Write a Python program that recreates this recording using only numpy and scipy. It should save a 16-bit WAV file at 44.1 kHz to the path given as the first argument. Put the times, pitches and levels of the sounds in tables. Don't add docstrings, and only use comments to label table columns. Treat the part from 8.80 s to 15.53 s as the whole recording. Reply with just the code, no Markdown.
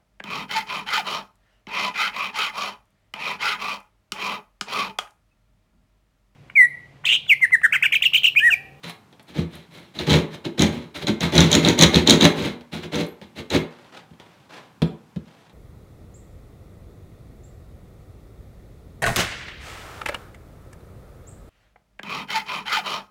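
import sys
import numpy as np
from scipy import signal
from scipy.io import wavfile
from scipy.ndimage import uniform_filter1d

SR = 44100
rng = np.random.default_rng(int(sys.argv[2]) if len(sys.argv) > 2 else 0)


def pcm_store(signal):
    levels = np.round(np.clip(np.atleast_2d(signal), -1, 1) * 32767)
    wavfile.write(sys.argv[1], SR, levels.astype(np.int16).T)


def volts_from_db(level):
    exponent = np.asarray(level, float) / 20
    return 10 ** exponent


N = 296793


def evened(x):
    return x / np.sqrt(np.mean(x ** 2) + 1e-20)


def slow_noise(samples):
    return evened(uniform_filter1d(rng.standard_normal(N), samples))


def read(points, hz):
    f, value = np.transpose(points)
    return np.interp(np.log(hz + 1), np.log(f + 1), value)


def colour(x, points):
    level_db = np.maximum(read(points, np.fft.rfftfreq(4096, 1 / SR)), -100)
    half = np.log(volts_from_db(level_db))
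    whole = np.r_[half, half[-2:0:-1]]
    phase = -signal.hilbert(whole).imag
    taps = np.fft.ifft(np.exp(whole + 1j * phase)).real[:2048]
    return signal.oaconvolve(x, taps / np.linalg.norm(taps))[:N]


def ring(x, modes, rise_s):
    t = np.arange(SR // 2) / SR
    taps = np.zeros(len(t))
    for k, (hz, db, t60) in enumerate(modes):
        decay = volts_from_db(db - 60 * t / t60) / np.sqrt(t60)
        taps += (-1) ** k * decay * np.sin(2 * np.pi * hz * t)
    taps *= 1 - np.exp(-t / rise_s)
    return signal.oaconvolve(x, taps / np.linalg.norm(taps))[:N]


def envelope(rows, peak_db, start_db, end_db, rise_s, fall_s, bulge):
    out = np.zeros(N + SR)
    ends = end_db + np.zeros(len(rows))
    for (start, up, down), top, end in zip(np.array(rows)[:, :3], peak_db, ends):
        t = np.arange(0, up + down + 5 * fall_s, 1 / SR)
        fade = np.clip(t / rise_s, 0, 1) * np.exp(-np.maximum(t - up - down, 0) / fall_s)
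        corners = volts_from_db(np.array([start_db, 0, end]) * bulge)
        shape = np.interp(t, [0, up, up + down], corners) ** (1 / bulge)
        out[round(start * SR):][:len(t)] += volts_from_db(top) * fade * shape
    return out[:N]


def spikes(s, db):
    out = np.zeros(N)
    np.add.at(out, np.round(np.asarray(s) * SR).astype(int), volts_from_db(db))
    return out


def bursts(train, length_s):
    u = np.arange(2000) / SR / length_s
    return signal.oaconvolve(train, u * np.exp(1 - u))[:N]


def grains(spread_db):
    jump = np.minimum(rng.exponential(1, N), 6)
    return evened(rng.standard_normal(N) * volts_from_db(spread_db * jump))


def powdery(x):
    dust_hz = (7940, 11500)
    return signal.lfilter(*signal.butter(1, dust_hz, "band", fs=SR), np.diff(x, prepend=0))


# f/Hz, relative level per Hz/dB
AIR_SPECTRUM = [(18, -48), (30, -16), (144, 7), (692, -10.5), (788, -3.5), (1820, -14.5), (2560, -15),
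                (2990, -17), (15500, -32.5)]


def air():
    slow = uniform_filter1d(uniform_filter1d(rng.standard_normal(N), 4000), 4000)
    swell = volts_from_db(0.58 * evened(slow))
    return volts_from_db(-56.5) * swell * colour(rng.standard_normal(N), AIR_SPECTRUM)


# f/Hz, t60/s
ROOM_DECAY = [(100, 0.27), (300, .35), (1000, 0.53), (2500, 0.33), (6000, .22), (12000, 0.28)]


def room(x):
    out, t = np.zeros(N), np.arange(N) / SR
    for k in range(3):
        taps = np.zeros(SR // 2)
        at = np.arange(200, SR // 2 - 20, 20)
        taps[at + rng.integers(0, 20, len(at))] = rng.choice([-1., 1.], len(at))
        hz, s, bands = signal.stft(taps, SR, nperseg=512)
        decay = volts_from_db(-60 * s / read(ROOM_DECAY, hz)[:, None])
        tail = signal.istft(bands * decay, SR, nperseg=512)[1]
        turn = np.sqrt(2 / 3) * np.cos(np.pi * (t * 3 + k / 3))
        out += signal.oaconvolve(x * turn, tail / np.linalg.norm(tail))[:N]
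    return out


# start t/s, rise t/s, fall t/s, noise level before the filter/dB, end re peak/dB
ARM_MOVES = [(4.9, 0.0071, .2, -53, -2), (5.119, 0.047, 0.076, -43, -19.5), (5.391, .008, 0.26, -56.5, -5),
             (5.69, 0.056, 0.21, -42.5, -32.5), (6.449, 0.013, 0.21, -58.5, -2.5)]
# f/Hz, relative level per Hz/dB
CLOTH_SPECTRUM = [(88, -54), (150, -6), (290, -4), (333, -6), (560, -3.5), (3620, -12.5), (15500, -43)]


def sleeve():
    scuffs = (rng.random(N) < 40 / SR) * rng.random(N)
    clumps = volts_from_db(2.0 * slow_noise(400)) + 0.84 * bursts(scuffs, 0.0015)
    top_db, end_db = np.transpose(ARM_MOVES)[3:]
    moves = envelope(ARM_MOVES, top_db, -6.5, end_db, 0.0075, 0.015, bulge=0.22)
    return colour(moves * clumps * rng.standard_normal(N), CLOTH_SPECTRUM)


# t/s, burst level before the treble filter/dB
CRUMB_SNAPS = [(0.4264, -52.5), (0.7517, -44.5), (4.2637, -44.5)]


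def crumbs():
    snaps = bursts(spikes(*np.transpose(CRUMB_SNAPS)), 0.0023)
    return powdery(snaps * rng.standard_normal(N))


# t/s, level/dB, f/Hz
BLADE_PINGS = [(4.286, -49, 12860), (4.80, -56, 12860), (6.072, -58, 7560)]


def pings():
    t = np.arange(SR // 4) / SR
    out = np.zeros(N)
    for at, db, hz in BLADE_PINGS:
        tone = volts_from_db(-60 * t / 0.081) * np.sin(2 * np.pi * hz * t)
        out += signal.oaconvolve(spikes([at], [db]), tone)[:N]
    return out


# f/Hz, relative level/dB, t60/s
SHEET_MODES = [(78.7, -6, 0.14), (116.9, -11.5, 0.086), (165.1, -3.5, 0.15), (185.6, -4.5, 0.082),
               (214.5, -2.5, 0.12), (241.4, -8, 0.38), (275.8, -2, 0.058), (335.6, -5, 0.16),
               (354.3, -3, 0.08), (388, -6.5, 0.058), (429.7, -12, 0.36), (474, -9.5, 0.065),
               (584, -10, 0.073), (877, -16.5, 0.039)]
# t/s, level/dB
MODE_DRIVE = [(0, 1), (1.9, -7.5), (2.6, -6), (3.299, -17.5), (4.5, -17), (5.2, -9.5), (6.2, 0)]


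def sheet(x):
    drive = volts_from_db(np.interp(np.arange(N) / SR, *np.transpose(MODE_DRIVE)))
    return ring(x, SHEET_MODES, rise_s=0.0011) + ring(x * drive, SHEET_MODES[2:3], rise_s=0.0048)


def knocked_sheet(force):
    drum = volts_from_db(-12) * sheet(force)
    drum += volts_from_db(-10) * ring(force, SHEET_MODES[3:5], rise_s=0.00091)
    return drum + volts_from_db(-11.5) * ring(force, SHEET_MODES[11:], rise_s=0.0009)


# t/s, click drive level/dB, thud drive level/dB, contact t/ms
BLOWS_AND_TICKS = [(0.3272, -42.5, -76, 1), (0.396, -39.5, -83, 0.83), (0.551, -38, -40, 0.62),
                   (0.583, -39, -15, 1), (1.05, -49, -63, .6), (1.304, -31, -10, 0.77), (1.653, -26, -38, 0.54),
                   (1.792, -40, -14, 0.65), (2.03, -48, -47, 0.83), (3.809, -38.5, -48.5, .6),
                   (3.926, -53, -30, 0.57), (4.4148, -37, -42.5, 0.23), (5.045, -46.5, -61, .6),
                   (5.3073, -51, -41.5, 0.81), (5.335, -50, -64, .6), (5.3989, -37, -60, 0.6),
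                   (5.601, -50.5, -66.5, 0.58), (6.0194, -18, -17, 0.44), (6.301, -62.5, -69.5, .6),
                   (6.361, -37.5, -25.5, 0.77), (6.665, -52, -66.5, 0.65), (6.696, -44.5, -71, 0.55)]
# f/Hz, relative level per Hz/dB
CLICK_SPECTRUM = [(300, 7.5), (700, -5), (3700, 0.5), (5000, -11.5), (15000, -30.5)]


def knocks():
    s, click_db, thud_db, contact_ms = np.transpose(BLOWS_AND_TICKS)
    hits = spikes(s, click_db)
    crack = bursts(hits, 0.0004) + volts_from_db(-10.0) * bursts(hits, 0.0041)
    click = colour(crack * rng.standard_normal(N), CLICK_SPECTRUM)
    flap = bursts(hits, 0.0067) * rng.standard_normal(N)
    slap = volts_from_db(3) * signal.lfilter(*signal.butter(2, (433, 870), "band", fs=SR), flap)
    force = np.zeros(N)
    for at, db, ms in zip(s, thud_db, contact_ms):
        force += bursts(spikes([at], [db]), ms / 1000) / ms
    return click + slap + knocked_sheet(force)


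# f/Hz, relative level/dB, t60/s
BLADE_MODES = [(2191, 0, 0.0087), (3132, -9.5, 0.026), (3418, -1.5, 0.0063), (3986, 3, 0.0056),
               (6420, -10.5, 0.0016), (6795, -19, 0.0017)]


def blade(x, first=0, last=None):
    return ring(x, BLADE_MODES[first:last], rise_s=0.00051)


# f/Hz, relative level per Hz/dB
GRIT_SPECTRUM = [(350, -31), (600, -2), (1130, -7), (2870, -5.5), (4710, -14), (6320, -19.5), (12000, -34)]


def grit(x):
    return colour(x, GRIT_SPECTRUM)


# t/s, lower blade and grit drive level/dB, upper blade drive level/dB
HARD_BITES = [(1.1879, -17, -42), (1.295, -11.5, -39), (1.3055, -9.5, -28), (1.3294, -10.5, -25),
              (1.7932, -11.5, -21), (1.8196, -10, -14.5), (2.2688, -13.5, -29.5), (2.406, -19, -24.5),
              (2.5529, -20.5, -22), (2.579, -2, -16), (2.6042, -7.5, -14.5), (2.7152, -12.5, -16.5),
              (2.7277, -0.5, -14.5), (2.74, -9, -16.5), (2.7509, -6, -12), (2.8479, -9, -24),
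              (2.885, -9.5, -16.5), (2.9892, -4, -13.5), (3.0103, -3.5, -11), (3.023, -1, -5.5),
              (3.033, 2, -12), (3.1432, -7.5, -22), (3.1576, -7.5, -18), (3.273, 0, -16), (3.296, -1, -8),
              (3.3059, 1, -7), (3.409, -7.5, -18.5), (3.4212, -2.5, -23.5), (3.4432, -10, -19),
              (4.7021, -21, -29)]


def bites(catch, stroke):
    s, low_db, high_db = np.transpose(HARD_BITES)
    crumbling = grains(spread_db=1.5)
    hard = bursts(spikes(s, low_db), 0.0013) * crumbling
    catches = volts_from_db(-6) * catch * stroke ** 1.284
    bright = bursts(spikes(s, high_db) + catches, 0.001) * crumbling
    sound = volts_from_db(-4.5) * blade(hard, 1, 4) + blade(bright, 4) + volts_from_db(-24.5) * grit(hard)
    return sound, bright


# start t/s, rise t/s, fall t/s, rasp drive level/dB, push on the sheet level/dB
SAW_STROKES = [(0.026, 0.014, 0.095, -35, -37), (0.068, 0.032, 0.027, -37.5, -58),
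               (0.464, 0.029, 0.14, -48.5, -48.5), (0.539, 0.053, .07, -34, -26),
               (0.699, 0.045, 0.17, -44.5, -45), (0.9, 0.054, 0.23, -46, -47),
               (1.136, .03, 0.098, -40, -38.5), (1.184, 0.0115, 0.095, -30, -26.5),
               (1.262, 0.07, 0.1, -17.5, -12.5), (1.499, 0.049, 0.033, -37.5, -36),
               (1.638, 0.013, 0.054, -33.5, -22), (1.773, 0.051, 0.092, -20.5, -14.5),
               (1.918, 0.0065, 0.19, -37, -32), (2.138, 0.024, 0.082, -31.5, -35.5),
               (2.21, .016, 0.037, -31, -26.5), (2.263, 0.018, 0.058, -24, -18),
               (2.398, 0.035, 0.093, -23, -20.5), (2.516, 0.079, 0.14, -16.5, -11.5),
               (2.698, 0.051, .1, -19, -14.5), (2.822, 0.062, 0.074, -17, -12),
               (2.973, 0.052, 0.058, -11.5, -8.5), (3.123, 0.033, .085, -17, -10),
               (3.258, .04, 0.11, -15, -10), (3.398, 0.05, 0.058, -13.5, -9),
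               (3.548, 0.046, 0.059, -28, -24), (3.6, 0.06, 0.093, -28.5, -24),
               (3.913, 0.029, 0.12, -32.5, -30), (4.019, .018, 0.062, -37, -32.5),
               (4.113, .035, 0.071, -26.5, -19.5), (4.17, 0.036, 0.066, -29, -24.5),
               (4.41, 0.018, 0.068, -47.5, -42.5), (4.55, 0.042, 0.048, -35.5, -32.5),
               (4.697, 0.058, 0.048, -20, -16)]


def saw():
    teeth_per_s, bite_s = 95, 0.0028
    full_bite_db, smooth_per_db = -19, 1.1
    pace = teeth_per_s * np.exp(0.3 * slow_noise(500))
    passed = np.floor(np.cumsum(pace) / SR)
    catch = np.diff(passed, prepend=0) * volts_from_db(4 * rng.standard_normal(N))
    teeth = evened(0.35 + bursts(catch, bite_s))

    rasp_db, push_db = np.transpose(SAW_STROKES)[3:]
    stroke = envelope(SAW_STROKES, rasp_db, -16, -28.5, 0.008, 0.0081, bulge=0.21)
    above_full_db = 20 * np.log10(stroke + 1e-6) - full_bite_db
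    teeth = teeth ** np.clip(2 + smooth_per_db * above_full_db, 0.3, 1)
    rasp = volts_from_db(-4.5) * blade(teeth * stroke * grains(spread_db=2.5))
    rasp += volts_from_db(-2.0) * grit(teeth * stroke * grains(spread_db=2.0))
    bite_sound, bright = bites(catch, stroke)

    powder_db = -22 + 1.22 * rasp_db - 0.41 * push_db
    powder = envelope(SAW_STROKES, powder_db, -14, -39.5, 0.012, 0.012, bulge=0.2)
    dust = teeth * powder * grains(spread_db=5.5)
    hiss = powdery(dust + volts_from_db(-11.0) * bright)

    push = envelope(SAW_STROKES, push_db, -10.5, -28.5, 0.0088, 0.037, bulge=0.12)
    push = teeth ** 0.24 * push * rng.standard_normal(N)
    return rasp + bite_sound + hiss + sheet(push)


def scene():
    near = sleeve() + crumbs() + pings() + knocks() + saw()
    return (near + volts_from_db(-7.0) * room(near) + air())[None]


def low_pass(x):
    return signal.sosfilt(signal.butter(12, 15690, fs=SR, output="sos"), x)


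def record(dry):
    low_cut = signal.butter(4, 67, "high", fs=SR, output="sos")
    thin = signal.sosfilt(low_cut, dry)
    mix = np.clip(thin, -1, 1)
    return low_pass(mix)


dry = scene()
out = record(dry)
pcm_store(out)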